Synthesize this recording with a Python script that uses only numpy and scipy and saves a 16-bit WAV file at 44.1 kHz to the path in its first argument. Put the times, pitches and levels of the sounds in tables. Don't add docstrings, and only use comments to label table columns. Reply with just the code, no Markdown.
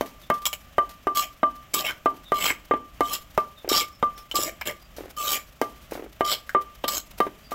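import sys
import numpy as np
from scipy import signal
from scipy.fft import rfft, irfft, next_fast_len
from scipy.io import wavfile
from scipy.ndimage import uniform_filter1d, minimum_filter1d, map_coordinates

SR = 44100
rng = np.random.default_rng(int(sys.argv[2]) if len(sys.argv) > 2 else 0)


def int16_out(signal):
    q = np.round(np.clip(np.atleast_2d(signal).T, -1, 1) * 32767)
    wavfile.write(sys.argv[1], SR, q.astype(np.int16))


N = 332514
TIME = np.arange(N) / SR
AGE = np.arange(SR // 2) / SR

# (time [s], wet splat [dB], thud [dB], wall ring [dB], ring t60 [s])
PESTLE_BLOWS = [(0.0098, -13, -22, -39.5, 0.48), (0.3011, -15, -15.5, -20.5, 0.54),
                (0.7822, -23.5, -17, -15, 0.27), (1.07, -24, -22, -20, 0.36),
                (1.4309, -29, -16.5, -15.5, .34), (2.0587, -23, -17.5, -15.5, .24),
                (2.3198, -20.5, -19.5, -17, 0.25), (2.7108, -48, -18, -17.5, 0.3),
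                (3.0071, -13.5, -17.5, -18.5, 0.27), (3.3771, -15, -17, -18.5, 0.26),
                (4.0268, -39, -18, -17.5, .35), (5.6152, -10.5, -16.5, -27, .31),
                (6.2082, -20.5, -17.5, -22, 0.33), (6.548, -47, -18.5, -14.5, .29),
                (6.8413, -20, -22.5, -31, 0.3), (7.2028, -13.5, -16, -16.5, .23),
                (7.5184, -35, -28.5, -29.5, .29)]
# (time [s], level [dB])
LIGHT_KNOCKS = [(2.506, -23), (2.737, -13), (3.646, -25), (3.677, -21.5), (3.715, -15), (4.341, -23),
                (4.389, -20.5), (5.921, -20), (6.566, -24.5), (7.267, -19)]
# (time [s], length [s], first knock [dB])
STIRRINGS = [(4.984, .1, -26), (5.953, .13, -23.5)]
# (time [s], level [dB])
PASTE_SMACKS = [(0.0595, -34), (0.215, -39.5), (0.34, -32), (0.419, -34.5), (0.893, -33.5), (3.347, -42),
                (4.178, -32.5), (5.91, -30), (7.5094, -30.5)]
# (time [s], clink [dB], clank [dB], clank centre [Hz])
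SPOON_TAPS = [(0.4549, -8, -12, 3160), (0.464, -8.5, -18, 3150), (0.5299, -11.5, -16.5, 2620),
              (1.174, -10.5, -30, 4000), (1.7406, -3.5, -20, 5440), (2.456, -18, -15, 5500),
              (2.503, -24, -11, 2100), (3.133, -7.5, -27, 3820), (3.6902, -10, -15, 5500),
              (4.3134, -25, -23, 3100), (4.355, -7.5, -17.5, 4540), (4.366, -12, -15, 3400),
              (4.612, -25.5, -15.5, 2030), (4.673, -15, -20, 3280), (4.694, -35.5, -19.5, 2130),
              (6.316, -24, -13.5, 4100), (6.331, -15, -18, 3880), (6.4936, -28, -24, 1530),
              (6.839, -31.5, -17, 3100), (6.8807, -7, -12, 4000)]
# (lands [s], presses hardest [s], lifts [s], swell [dB], hiss [dB], rasp [dB],
# grind [dB], wall ring [dB], sings for [s], rasp centre [Hz])
SPOON_STROKES = [(1.148, 1.202, 1.239, 6, -25, -22.5, -41.5, -23.5, 0.033, 3750),
                 (1.735, 1.806, 1.81, 0.5, -29.5, -24, -35, -31.5, 0.054, 3350),
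                 (1.841, 1.867, 1.91, 5, -35.5, -21.5, -35, -45.5, 0.061, 2400),
                 (2.339, 2.462, 2.512, 19, -24, -17, -34, -35, .15, 3000),
                 (3.031, 3.152, 3.15, 21, -27.5, -23.5, -41, -38, .1, 3600),
                 (3.693, 3.775, 3.82, 8.5, -21.5, -14, -34, -29, 0.11, 4400),
                 (4.342, 4.425, 4.486, 17.5, -24.5, -25.5, -34, -24, .02, 3660),
                 (4.653, 4.67, 4.705, 2.5, -39, -29.5, -33.5, -41.5, 0.035, 2650),
                 (5.164, 5.329, 5.366, 17, -22.5, -20.5, -36.5, -31.5, .15, 3470),
                 (6.243, 6.32, 6.336, 14, -26, -17, -47, -28, 0.049, 4300),
                 (6.875, 6.982, 6.98, 5, -28, -25, -40, -28, .015, 4250)]
# (time [s], start pitch [Hz], level [dB])
BIRD_CHIRPS = [(0.2, 3700, -48), (2.239, 3800, -41), (3.554, 3780, -44), (3.906, 5400, -46.5),
               (4.146, 5440, -43), (4.792, 4950, -50), (7.426, 4860, -47)]
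# (frequency [Hz], level [dB], t60 [s])
CLAY_MODES = [(280, -32.5, 0.21), (592, -15.5, 0.07), (668, -16.5, 0.11), (1578, -18.5, 0.056),
              (1904, -18, 0.033), (2120, -24, 0.072), (2410, -46, 0.055), (2695, -34.5, 0.082),
              (3060, -27, 0.077), (3100, -49, 0.76), (3770, -29, 0.029)]
# (frequency [Hz], width [Hz], level [dB])
SPOON_MODES = [(615, 70, 1), (1560, 90, -6), (2210, 70, 2), (2320, 70, -2), (2800, 120, -3), (3044, 25, 7),
               (3100, 40, 3), (3277, 20, 3), (3767, 45, 2), (4096, 50, 4), (4250, 160, 0), (4865, 30, 1),
               (4986, 22, 5), (5200, 50, 1), (5360, 120, 1), (5570, 70, 1), (7160, 60, -1), (7744, 60, 2),
               (9620, 35, 4), (11100, 70, -1), (11550, 150, -2), (13950, 300, 5)]
# (frequency [Hz], level per Hz [dB])
AIR_SPECTRUM = [(25, -10), (50, 2.5), (85, -8.5), (200, -12.5), (450, -25.5), (620, -15.5), (950, -28),
                (1190, -17.5), (1400, -24.5), (3100, -23), (4200, -34), (7500, -33.5), (9000, -45),
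                (14000, -33.5), (16000, -40)]
SPLAT_SPECTRUM = [(300, 8.5), (1500, 9.5), (3500, 7.5), (6000, 5.5), (9000, -0.5), (14000, 7), (16000, 0)]
THUD_SPECTRUM = [(70, -46), (140, -8.5), (210, -5), (370, 11), (680, -12), (850, -4), (1500, -12),
                 (2200, -12.5), (3500, -24), (6000, -58)]
GRIT_SPECTRUM = [(2000, -26), (3300, -28.5), (4200, -24), (5500, -15.5), (6400, -8.5), (7700, -3),
                 (8700, -22.5), (10300, -13.5), (11500, -10), (12800, -10), (14500, -11.5), (15700, -9),
                 (16000, -36)]
RASP_SPECTRUM = [(500, -1.5), (1000, 9), (1500, 4.5), (2300, -0.5), (2650, -3.5), (3200, -1), (4200, -9),
                 (5500, -5), (7000, -32)]
GRIND_SPECTRUM = [(80, -15.5), (190, -5.5), (330, -0.5), (620, -1), (900, -22.5), (1400, -25.5)]
# (frequency [Hz], t60 [s])
ROOM_DECAY = [(150, 0.55), (500, 0.31), (1200, 0.31), (4000, 0.25), (14000, 0.25)]

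SQUELCH_LEAD_S, SQUELCH_DB, SQUELCH_T60_S = 0.019, -43, 0.26
THUMP_TOP_HZ = 1050
JOSTLE_S, JOSTLE_SCATTER, SETTLE_DB_PER_S = 0.022, 0.2, 101
WALL_HZ = 1187.5
SPLIT_HZ, TWIN = 4.97, 0.6
RUB_PER_S, RUB_DB = 150, 0.5
CHIRP_S, CHIRP_FALL = 0.0695, 0.054
BITE_S, LIFT_T60_S = 0.0035, 0.13
HISS_EASE_DB_PER_S, RASP_EASE_DB_PER_S, GRIND_EASE_DB_PER_S = 192, 73, 32
GRIND_SWELL = 0.6
JUDDER_PER_S, JUDDER_DB = 110, 0.9
SING_RISE_S, SING_T60_S = 0.023, 0.26
RASP_OCTAVES = 0.38
SAG_OCT_PER_S = 12
TOP_HZ = 15800


def amp(db):
    return 10 ** (np.asarray(db) / 20)


def unit(x):
    return x / np.sqrt(np.mean(x ** 2) + 1e-20)


def along(points, hz):
    f, v = np.transpose(points)
    return np.interp(np.log(hz + 1), np.log(f + 1), v)


def fade(t60):
    return amp(-60 * AGE / t60)


def add(track, s, sound):
    i = max(0, round(s * SR))
    track[i:i + len(sound)] += sound[:max(0, N - i)]


def filtered(x, response):
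    m = next_fast_len(len(x) + SR // 2)
    return irfft(rfft(x, m) * response(np.fft.rfftfreq(m, 1 / SR)), m)[:len(x)]


def noise(spectrum):
    return unit(filtered(rng.standard_normal(N), lambda f: amp(along(spectrum, f))))


def wobble(rate):
    knots = rng.standard_normal(int(N * rate / SR) + 4)
    return map_coordinates(knots, [TIME * rate])


def kitchen_air():
    return amp(-51.5 + 1.13 * wobble(6.6)) * noise(AIR_SPECTRUM)


def paste():
    spit = np.zeros(N)
    for s, splat_db, *_ in PESTLE_BLOWS:
        splat = fade(0.01) + amp(-2) * fade(0.044) + amp(-22.5) * fade(0.65)
        add(spit, s, amp(splat_db - 19.0) * splat)
    for s, *_ in STIRRINGS:
        add(spit, s - SQUELCH_LEAD_S, amp(SQUELCH_DB) * fade(SQUELCH_T60_S))
    for s, db in PASTE_SMACKS:
        add(spit, s, amp(db - 9.0) * fade(0.1))
    crackle = amp(-65 + 7.3 * wobble(70))
    return (spit + crackle) * noise(SPLAT_SPECTRUM)


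def blows_and_knocks():
    out, shake = np.zeros((2, N))
    for s, _, thud_db, _, _ in PESTLE_BLOWS:
        add(out, s, amp(thud_db + 11.0) * thump(251.4, THUMP_TOP_HZ) + amp(thud_db + 9.5) * clay())
        add(shake, s, amp(thud_db - 2.5) * fade(0.049))
    for s, db in LIGHT_KNOCKS + jostles():
        add(out, s, amp(db - 1.0) * thump(263, 690))
        add(shake, s, amp(db - 9) * fade(0.087))
    return out + shake * noise(THUD_SPECTRUM)


def thump(low_hz, top_hz):
    top_hz = np.clip(top_hz, low_hz * 2, SR / 4)
    band = signal.butter(4, [low_hz, top_hz], "band", fs=SR, output="sos")
    push = signal.sosfilt(band, signal.unit_impulse(len(AGE)))
    return push / np.abs(push).max()


def clay():
    ring = np.zeros(len(AGE))
    for hz, db, t60 in CLAY_MODES:
        detune, lift, turn = rng.standard_normal(3)
        tone = np.sin(2 * np.pi * hz * (1 + 0.012 * detune) * AGE + np.pi * turn)
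        ring += amp(db + 2 * lift) * fade(t60) * tone
    return ring * (1 - fade(0.0053))


def jostles():
    knocks = []
    for s, length, db in STIRRINGS:
        gaps = JOSTLE_S * np.exp(JOSTLE_SCATTER * rng.standard_normal(size=16))
        waits = np.cumsum(gaps) - gaps[0]
        knocks += [(s + wait, db - SETTLE_DB_PER_S * wait) for wait in waits if wait < length]
    return knocks


def bowl():
    out = np.zeros(N)
    for s, _, _, ring_db, t60 in PESTLE_BLOWS:
        add(out, s, amp(ring_db + 4.5) * wall(t60))
    return out


def wall(t60):
    lower = np.sin(2 * np.pi * (WALL_HZ - SPLIT_HZ / 2) * AGE)
    upper = np.sin(2 * np.pi * (WALL_HZ + SPLIT_HZ / 2) * AGE)
    pair = (lower + TWIN * upper) / (1 + TWIN)
    rub = amp(RUB_DB * wobble(RUB_PER_S)[:len(AGE)])
    return pair * rub * fade(t60) * (1 - fade(0.017))


def kitchen(x, count=8):
    out = np.zeros(N)
    for k in range(count):
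        hz, t, z = signal.stft(rng.standard_normal(SR // 2), SR, nperseg=256)
        decay = amp(-60 * t / along(ROOM_DECAY, hz)[:, None])
        tail = signal.istft(z * decay, SR, nperseg=256)[1][:len(AGE)] * (1 - fade(0.0085))
        share = np.clip(1 - np.abs(np.linspace(0, count - 1, N) - k), 0, 1)
        out += signal.fftconvolve(x * share, tail / np.linalg.norm(tail))[:N]
    return out


def bird():
    out = np.zeros(N)
    u = np.clip(AGE / CHIRP_S, 0, 1)
    for s, start_hz, db in BIRD_CHIRPS:
        hz = start_hz * (1 - CHIRP_FALL * u) + 110 * wobble(400)[:len(AGE)]
        add(out, s, amp(db) * np.sin(np.pi * u) * np.sin(2 * np.pi * np.cumsum(hz) / SR))
    echoes = rng.standard_normal(len(AGE)) * fade(0.12)
    return amp(-5) * signal.fftconvolve(out, echoes / np.linalg.norm(echoes))[:N]


def spoon():
    return taps() + scrapes()


def taps():
    clink, clank = np.zeros((2, N))
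    for s, db, clank_db, _ in SPOON_TAPS:
        add(clink, s, amp(db - 14.5) * fade(0.069))
        add(clank, s, amp(clank_db - 8) * fade(0.064))
    held = [(s + wait, hz) for s, _, _, hz in SPOON_TAPS for wait in (0, 0.009)]
    chatter = friction(grain_db=3, patchy_db=3)
    bright = clink * voiced(chatter, GRIT_SPECTRUM)
    return bright + clank * focus(voiced(chatter, RASP_SPECTRUM), held, octaves=0.25)


def scrapes():
    hiss, rasp, grind, ring = drag()
    slips = friction(grain_db=4.5, patchy_db=4)
    moving_rasp = focus(voiced(slips, RASP_SPECTRUM), contact(), octaves=RASP_OCTAVES)
    sing = unit(np.sin(2 * np.pi * WALL_HZ * TIME + 0.9 * wobble(55)) * amp(2.5 * wobble(110)))
    scrape = amp(-3.5) * hiss * voiced(slips, GRIT_SPECTRUM)
    scrape += amp(-8.5) * rasp * moving_rasp
    scrape += amp(-5.0) * grind * voiced(slips, GRIND_SPECTRUM)
    return scrape + amp(1.5) * ring * sing


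def friction(grain_db, patchy_db):
    catches = amp(grain_db * wobble(1500) + 1.6 * wobble(260))
    drag_power = np.abs(uniform_filter1d(catches ** 2, size=700))
    slips = rng.standard_normal(N) * catches / np.sqrt(drag_power + 1e-9)
    z = signal.stft(slips, nperseg=512)[2]
    patch = np.outer(np.hanning(5), np.hanning(15))
    field = signal.fftconvolve(rng.standard_normal(z.shape), patch, "same")
    return signal.istft(z * amp(patchy_db * unit(field)), nperseg=512)[1][:N]


def resonances(modes, f):
    return np.sqrt(sum(amp(db) ** 2 / (1 + (2 * (f - hz) / width) ** 2) for hz, width, db in modes))


def voiced(slips, spectrum):
    ringing = 2.1
    return unit(filtered(
        slips, lambda f: np.hypot(1, ringing * resonances(SPOON_MODES, f)) * amp(along(spectrum, f))))


def focus(x, centres, octaves):
    hz, t, z = signal.stft(x, SR, nperseg=256)
    distance = np.log2((hz[:, None] + 1) / np.interp(t, *np.transpose(centres)))
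    band = np.exp(-0.5 * (distance / octaves) ** 2) + 0.19
    power = np.mean(np.abs(z) ** 2, axis=1)
    return unit(signal.istft(z * band / np.sqrt(power @ band ** 2), SR, nperseg=256)[1][:N])


def drag():
    hiss, rasp, grind, ring = np.zeros((4, N))
    for lands, press, lifts, swell_db, hiss_db, rasp_db, grind_db, ring_db, sings, _ in SPOON_STROKES:
        t = lands + AGE
        touch = np.minimum(AGE / BITE_S, 1) * np.interp(t - lifts, AGE, fade(LIFT_T60_S))
        effort_db = np.interp(t, [lands, press], [-swell_db, 0])
        easing = np.maximum(t - press, 0)
        add(hiss, lands, touch * amp(hiss_db + effort_db - HISS_EASE_DB_PER_S * easing))
        add(rasp, lands, touch * amp(rasp_db + effort_db - RASP_EASE_DB_PER_S * easing))
        add(grind, lands, touch * amp(grind_db + GRIND_SWELL * effort_db - GRIND_EASE_DB_PER_S * easing))
        ring_out = np.interp(AGE - sings, AGE, fade(SING_T60_S))
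        add(ring, lands, amp(ring_db) * np.minimum(AGE / SING_RISE_S, 1) * ring_out)
    judder = amp(JUDDER_DB * wobble(JUDDER_PER_S))
    return hiss * judder, rasp * judder, grind * judder, ring


def contact():
    points = []
    for lands, press, lifts, *_, hz in SPOON_STROKES:
        sunk_hz = hz * 2 ** (-SAG_OCT_PER_S * (lifts - press))
        points += [(lands, hz), (press, hz), (lifts, sunk_hz)]
    return points


def scene():
    contacts, ring = blows_and_knocks() + paste() + spoon(), bowl()
    sent = contacts + amp(-7) * ring
    return (contacts + ring + amp(-12.5) * kitchen(sent) + bird() + kitchen_air())[None]


def record(dry):
    ceiling = 0.5
    needed = np.minimum(1, ceiling / (np.abs(dry[0]) + 1e-9))
    gain = uniform_filter1d(minimum_filter1d(needed, size=129), size=129)
    return filtered(dry[0] * gain, lambda f: f < TOP_HZ)[None]


dry = scene()
out = record(dry)
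int16_out(out)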